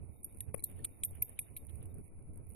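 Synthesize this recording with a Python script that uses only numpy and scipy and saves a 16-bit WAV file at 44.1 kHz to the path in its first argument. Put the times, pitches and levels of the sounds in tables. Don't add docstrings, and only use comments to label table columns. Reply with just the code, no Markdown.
import sys
import numpy as np
from scipy import signal
from scipy.fft import rfft, irfft
from scipy.io import wavfile
from scipy.ndimage import uniform_filter1d

SR = 44100
rng = np.random.default_rng(int(sys.argv[2]) if len(sys.argv) > 2 else 0)


def wav_out(sig):
    wavfile.write(sys.argv[1], SR, np.round(np.clip(np.atleast_2d(sig).T, -1, 1) * 32767).astype(np.int16))


def level_to_linear(level):
    exponent = np.asarray(level, float) / 20
    return 10 ** exponent


N = 112454
F = np.fft.rfftfreq(N, 1 / SR)
T = np.arange(N) / SR


def curve(table, col):
    points = np.array(table)
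    return np.interp(T, points[:, 0], points[:, col])


def over_hz(table, col, hz):
    points = np.array(table)
    return np.interp(np.log(hz + 1), np.log(points[:, 0]), points[:, col])


def colour(x, table, size=1024):
    response = level_to_linear(over_hz(table, 1, np.fft.rfftfreq(size, 1 / SR)))
    cepstrum = irfft(np.log(response))
    cepstrum[1:size // 2] *= 2
    cepstrum[size // 2 + 1:] = 0
    impulse = irfft(np.exp(rfft(cepstrum)))
    return signal.fftconvolve(x, np.atleast_2d(impulse), axes=-1)[..., :N]


def unit(x):
    return x / np.sqrt(np.mean(x ** 2, axis=-1, keepdims=True))


def walk(rate, channels=2):
    hold = int(SR / rate)
    held = np.repeat(rng.standard_normal((channels, N // hold + 1)), hold, axis=1)
    slewed = uniform_filter1d(uniform_filter1d(held, hold), hold)
    return unit(slewed[:, :N])


def ring(start, modes, db, choke=1):
    attack_s = 0.00082
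    t = np.maximum(T - start, 0)
    t = t[(t > 0) & (t < .3)]
    modal = sum(level_to_linear(db + mode_db - 60 * (t / t60) ** choke) * np.sin(2 * np.pi * hz * t)
                for hz, mode_db, t60 in modes)
    out = np.zeros(N)
    out[int(start * SR) + 1:][:len(t)] = (1 - np.exp(-t / attack_s)) * modal
    return out


def burst(start, length, noise):
    near = slice(int(start * SR), int((start + .12) * SR))
    t = T[near] - start
    rise = np.clip(t / (0.00018 + 0.16 * length), 0, 1)
    shape = rise * np.exp(-np.maximum(t - length, 0) / (0.00053 + 0.3 * length))
    heard = np.sum((shape * noise[..., near]) ** 2, axis=-1, keepdims=True)
    out = np.zeros(noise.shape)
    out[..., near] = shape * np.sqrt(np.sum(shape ** 2) / heard)
    return out


# start_s, high_ring_db, second_ring_db, knock_db
STRIKES = [
    (0.2441, -34, -33.5, -90),
    (0.4072, -61, -38.5, -59.5),
    (.6398, -22.5, -35, -80),
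    (0.8474, -39, -45, -50),
    (1.0347, -70, -59, -47.5),
    (1.048, -22.5, -32.5, -77),
    (1.2224, -15.5, -32, -41),
    (1.3903, -30.5, -31.5, -36),
    (1.5655, -32, -38, -49.5),
    (2.49, -52.5, -62, -82),
]
# pitch_hz, level_db, t60_s
HIGH_RING = [(13240, -3.5, 0.021)]
SECOND_RING = [(11250, 2, .024), (9600, -2, .02), (8700, -3, .015)]
KNOCK = [(2390, 5.5, 0.0096), (3610, -3, 0.0048)]
# start_s, level_db, share of the knock pitch
TAPS = [(0.4067, -61.5, 0.77), (.4055, -62, 2.5), (0.845, -55, .54), (1.036, -58, .58), (.5778, -71, 0.76),
        (0.5894, -55, .94), (0.594, -62.5, 1.7), (0.6192, -80, 1.4), (0.6375, -50.5, 1.7), (.64, -53, 1.78),
        (.7, -66, 0.99), (0.793, -61, 0.756), (.7925, -75.5, 1.8), (1.294, -68.5, 0.75)]
CHOKE = 1.5


def tag_rings():
    out = np.zeros(N)
    for s, high_db, second_db, knock_db in STRIKES:
        out += ring(s, HIGH_RING, high_db, CHOKE)
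        out += ring(s, SECOND_RING, second_db)
        out += ring(s, KNOCK, knock_db, CHOKE)
    for s, db, share in TAPS:
        out += ring(s, [(KNOCK[0][0] * share, 0, 0.029)], db, CHOKE)
    return out


# pitch_hz, level_db, t60_s
HIGH_HUM = [(13240, -29, 0.2), (11700, -31.5, 0.034), (7330, -48, 0.2)]
SECOND_HUM = [(11255, -10.5, 0.14), (3650, -43, 0.45), (4100, -46, 0.23)]


def tag_hum():
    ragged = walk(400)
    return sum(ragged[0] * ring(s, HIGH_HUM, high_db) + ragged[1] * ring(s, SECOND_HUM, second_db)
               for s, high_db, second_db, _ in STRIKES)


# pitch_hz, width_hz, level_db
JINGLE = [(13250, 330, 0), (3680, 130, -12), (7600, 150, -14)]
# time_s, level_db
SWING = [(0, -91.5), (.3, -81), (.6, -85), (1.1, -80), (1.6, -83), (1.78, -92), (1.88, -81), (2.02, -94),
         (2.55, -91)]


def tag_jingle():
    out = np.zeros(N)
    for hz, width, db in JINGLE:
        band = np.exp(-((F - hz) / width) ** 2)
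        out += level_to_linear(db) * unit(irfft(rfft(rng.standard_normal(N)) * band, N))
    return out * level_to_linear(curve(SWING, 1) + 4 * walk(18, channels=1)[0])


# start_s, level_db, length_s, low_part_db
RATTLES = [(0.23, -51.5, 0.0067, -6), (0.243, -46.5, 0.0039, -27), (0.4052, -35, 0.0027, 1.5),
           (0.636, -43, 0.00053, -20), (0.6381, -32.5, 0.0044, -13), (0.656, -51.5, 0.0032, -25),
           (0.841, -48.5, 0.0037, 6), (0.8447, -32.5, 0.007, 0), (1.029, -54.5, 0.012, -37),
           (1.0347, -29, 0.0032, 2.5), (1.041, -36, 0.0087, -42.5), (1.06, -54, 0.004, -33),
           (1.2199, -39, 0.00068, -16), (1.2225, -29.5, 0.0017, -9.5), (1.386, -63, 0.0012, 10),
           (1.3897, -32, 0.0045, -8), (1.401, -55, 0.026, -16), (1.564, -46, 0.0099, 4)]
# pitch_hz, level_db
RATTLE = [(900, -40), (1400, -31), (3900, -19), (5200, -25), (7000, -19.5), (9400, 1.5), (12000, -11.5),
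          (14600, -21), (15600, -42)]


def buckle_rattle():
    rough = rng.standard_normal((1, N)) * level_to_linear(2.5 * walk(1500, channels=1))
    noise = unit(colour(rough, RATTLE))[0]
    high, low = np.zeros(N), np.zeros(N)
    for s, db, length, low_db in RATTLES:
        chatter = burst(s, length, noise) * noise
        high += level_to_linear(db) * chatter
        low += level_to_linear(db + low_db) * chatter
    return irfft(np.where(F < 5700, rfft(low), rfft(high)), N)


# pitch_hz, left_minus_right_db, left_lead_rad
PORTS = [(1110, -2.5, 1.96), (2360, -1.5, 1), (4100, -3, 0.5), (7940, 1.5, 1.92), (8990, 0, 2),
         (8330, 1, 1.5), (10700, -2.5, 1.83), (15000, -0.5, 1)]


def direct_path(clink):
    side = np.array([[.5], [-.5]])
    level = level_to_linear(side * over_hz(PORTS, 1, F))
    lead = np.exp(1j * side * over_hz(PORTS, 2, F))
    return irfft(rfft(clink) * level * lead, N)


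def scattered_path(clink):
    scatter_db, t60_s = -21, 0.2
    t = T[:SR // 3]
    echoes = rng.standard_normal((2, len(t))) * level_to_linear(-60 * t / t60_s) * np.clip(t / 0.0027, 0, 1)
    echoes = echoes / np.sqrt(np.sum(echoes ** 2, axis=1, keepdims=True))
    treble = np.diff(clink, 2, prepend=[0, 0])[None] / 3
    return level_to_linear(scatter_db) * signal.fftconvolve(treble, echoes, axes=-1)[:, :N]


# start_s, peak_db, left_minus_right_db
GRAINS = [(0.325, -49, 0), (0.3465, -49, -7), (0.372, -49.5, -10), (.385, -46.5, 0), (0.5405, -41, -4),
          (0.551, -69, 13), (0.553, -66, 7), (0.561, -46, 4), (0.5712, -58, 8), (0.578, -42, -4),
          (0.5828, -47.5, -7), (0.587, -68, 7), (0.5942, -45, -12), (.6035, -48, -13), (0.6237, -47, 7),
          (0.698, -47, -11), (0.709, -52, -4), (0.7139, -49, -6), (0.7252, -55, -3), (0.767, -53, 3),
          (0.7902, -48.5, 3), (1.1092, -46, -7), (1.1532, -45.5, -5), (1.2804, -53, -14),
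          (1.294, -41.5, -11.5), (1.65, -53, -15), (1.659, -60.5, 5), (1.6678, -46.5, -12),
          (1.695, -49.5, -9.5), (1.708, -53.5, 8), (1.7556, -46, -6), (1.827, -45, -5.5),
          (1.834, -55, -8.5), (1.8553, -47.5, -5.5), (1.9422, -48.5, -5), (1.948, -54, -3.5),
          (1.9836, -55, -14.5), (2.014, -62.5, -3), (2.0412, -52, 4), (2.0784, -55.5, -15),
          (2.225, -56.5, -2.5), (2.3346, -58.5, -13.5), (2.342, -56, -6), (2.358, -53.5, -10),
          (2.374, -48.5, -5.5), (2.4678, -56, -15.5), (2.5018, -47.5, -2), (2.5092, -50, -9.5),
          (2.52, -52.5, -5.5), (2.535, -51, 1), (2.546, -53, -11)]
# pitch_hz, level_db
MIC = [(700, -5), (1650, -22.5), (2300, -8), (3300, -26.5), (5600, -39), (8200, -17), (9900, 0),
       (12300, -17), (14400, -16), (15600, -44)]


def grains():
    noise = unit(colour(rng.standard_normal((2, N)), MIC))
    out = np.zeros((2, N))
    for s, db, pan in GRAINS:
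        port_db = db - 5 + np.array([[pan], [-pan]]) / 2
        out += level_to_linear(port_db) * burst(s, .002, noise) * noise
    return irfft(rfft(out) * level_to_linear(-9 * (F < 5700)), N)


def lump():
    start_s, push_s = .5425, .0003
    modes = [(129, 0, 0.023), (480, -1, .016), (850, -16, .01), (1400, -20, .008),
             (2400, -16, .02), (3300, -19, .007), (4000, -20, .006), (5050, -14, .006)]
    push = np.hanning(int(push_s * SR)) / (push_s * SR / 2)
    thump = -np.convolve(ring(start_s, modes, -20.5), push)[:N]
    noise = unit(colour(rng.standard_normal((1, N)), MIC))[0]
    crack = burst(start_s, 0.005, noise) + burst(start_s + 0.00074, 0.0014, noise)
    across_db = np.array([0 * F, np.where(F < 700, -25, -24)])
    return irfft(rfft(thump + level_to_linear(-34) * crack * noise) * level_to_linear(across_db), N)


# middle_s, level_db, length_s, top_hz
SCUFFS = [
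    (0.305, -91, 0.039, 3000),
    (0.493, -73.5, 0.027, 2800),
    (0.708, -73, 0.059, 3500),
    (.80, -74.5, 0.077, 4300),
    (1.157, -72, 0.058, 3300),
    (1.288, -79.5, 0.14, 3300),
    (1.39, -69, .03, 4200),
    (1.479, -71.5, 0.035, 2900),
    (1.696, -71, 0.027, 4100),
    (1.829, -71.5, 0.041, 4500),
]


def scuffs():
    low_hz = 1210
    rough = rng.standard_normal((2, N)) * level_to_linear(3 * walk(300))
    noise = rfft(rough) / (1 + (low_hz / (F + 1)) ** 4)
    out = np.zeros((2, N))
    for middle, db, length, top_hz in SCUFFS:
        swell = np.exp(-(2 * (T - middle) / length) ** 2)
        out += level_to_linear(db) * swell * unit(irfft(noise / (1 + (F / top_hz) ** 12), N))
    return out


# time_s, level_db
BUSY = [(0, -70), (.1, -73), (.27, -67.5), (.55, -70), (.75, -66), (1.0, -66), (1.1, -64.5), (1.7, -67.5),
        (2.0, -70.5), (2.28, -75), (2.52, -71)]


def rustle():
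    hiss_db, still_db, patter_db, patter_per_s = -4, -81.5, -6, 400
    right_treble_db = 4.5
    hiss = rng.standard_normal((2, N)) * level_to_linear(2 * walk(40))
    ticks = (rng.random((2, N)) < patter_per_s / SR) * level_to_linear(2 * rng.exponential(size=(2, N)))
    ticks = signal.lfilter([1], [1, -.97], ticks) * rng.standard_normal((2, N))
    busy = level_to_linear(curve(BUSY, 1))
    mix = unit(hiss) * (busy * level_to_linear(hiss_db) + level_to_linear(still_db)) + unit(ticks) * busy * level_to_linear(patter_db)
    out = colour(mix, MIC) * 4.82
    tilt_db = np.clip((F - 4000) / 4000, 0, 1) * right_treble_db * np.array([[-.5], [.5]])
    return irfft(rfft(out) * level_to_linear(tilt_db), N)


# pitch_hz, level_db per Hz
WIND_LEFT = [(20, 7), (50, -20.5), (90, -2), (200, -9.5), (450, -13.5), (900, -33), (1500, -38),
             (2500, -49)]
WIND_RIGHT = [(20, -30), (50, -3), (85, 5), (160, -9.5), (400, -20.5), (900, -35), (1500, -49), (2500, -64)]
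# time_s, left_db, right_db
GUSTS = [(0, 9.5, -2), (.07, -5, 1), (.28, -2, -3.5), (.5, 1.5, 3), (.65, 6, 0.5), (.85, 6.5, 2),
         (1.0, 0.5, -7), (1.15, 4, 3), (1.35, -2.5, -3.5), (1.5, -0.5, 2), (1.62, 3, -4), (1.8, 2, 8),
         (1.93, 6, 0.5), (2.0, 3, 7.5), (2.08, -3, -3.5), (2.3, 5.5, 3.5), (2.55, -1, 3)]


def wind():
    buffet_db, buffet_per_s = 4, 45
    out = []
    for port, (shape, db) in enumerate([(WIND_LEFT, -56), (WIND_RIGHT, -50.5)]):
        spec = rfft(rng.standard_normal(N)) * level_to_linear(over_hz(shape, 1, F))
        whole = np.std(irfft(spec, N))
        bass = 1 / (1 + (F / 260) ** 2)
        gust = curve(GUSTS, port + 1)
        own = walk(buffet_per_s)
        low = irfft(spec * bass, N) * level_to_linear(gust + buffet_db * own[0])
        high_db = 0.49 * gust + buffet_db * (0.49 * own[0] + 0.55 * own[1])
        high = irfft(spec * (1 - bass), N) * level_to_linear(high_db)
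        out.append((low + high) * level_to_linear(db) / whole)
    return np.array(out)


def scene():
    clink = tag_rings() + tag_hum() + tag_jingle() + buckle_rattle()
    near_phone = grains() + lump()
    return direct_path(clink) + scattered_path(clink) + near_phone + scuffs() + rustle() + wind()


# pitch_hz, level_db
MUTE = [(600, -116), (1000, -103), (1600, -101), (2400, -101), (3700, -99), (6000, -95.5), (8000, -91),
        (11500, -94), (14500, -95.5)]


def mute(dry, size, count, extra_db):
    follow, ref_db, lone_line_share = 0.792, -75.5, 0.17
    depth_db, knee_db = -36, .5
    hz, _, spec = signal.stft(dry, SR, nperseg=size)
    width = size // 2 // count
    power = abs(spec) ** 2 * size / 1024 + 1e-18
    bands = power[:, :-1].reshape(2, -1, width, spec.shape[2]).mean(2)
    bands = np.pad(np.repeat(bands, width, axis=1), ((0, 0), (0, 1), (0, 0)), mode="edge")
    band_db = 10 * np.log10(bands)
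    loud_db = np.maximum(band_db[:, hz > 7000].max(1, keepdims=True) - ref_db, 0)
    floor_db = np.repeat(over_hz(MUTE, 1, hz[width // 2::width]), width)
    floor_db = np.append(floor_db, floor_db[-1])[:, None]
    floor_db = floor_db + follow * loud_db + extra_db * (hz > 900)[:, None]
    over_db = band_db + lone_line_share * (10 * np.log10(power) - band_db) - floor_db
    gain = level_to_linear(depth_db / (1 + np.exp(np.clip(over_db / knee_db, -30, 30))))
    return signal.istft(spec * gain, SR, nperseg=size)[1][:, :N]


def near_sudden(dry):
    sudden_db, reach_s = 15, .018
    edge = (np.diff(dry, 2, prepend=0, append=0) ** 2).sum(0)
    past = uniform_filter1d(edge, size=512, origin=255)[np.maximum(np.arange(N) - 128, 0)]
    sudden = uniform_filter1d(edge, size=128) > level_to_linear(2 * sudden_db) * past
    reached = uniform_filter1d(1. * sudden, int(2 * reach_s * SR)) > 1e-6
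    return uniform_filter1d(1. * reached, size=128)


def low_pass(x):
    return signal.sosfilt(signal.butter(12, 15390, fs=SR, output="sos"), x)


def record(dry):
    short = near_sudden(dry)
    short_muted = mute(dry, size=256, count=32, extra_db=4.5)
    long_muted = mute(dry, size=2048, count=128, extra_db=-0.5)
    return low_pass(short * short_muted + (1 - short) * long_muted)


dry = scene()
out = record(dry)
wav_out(out)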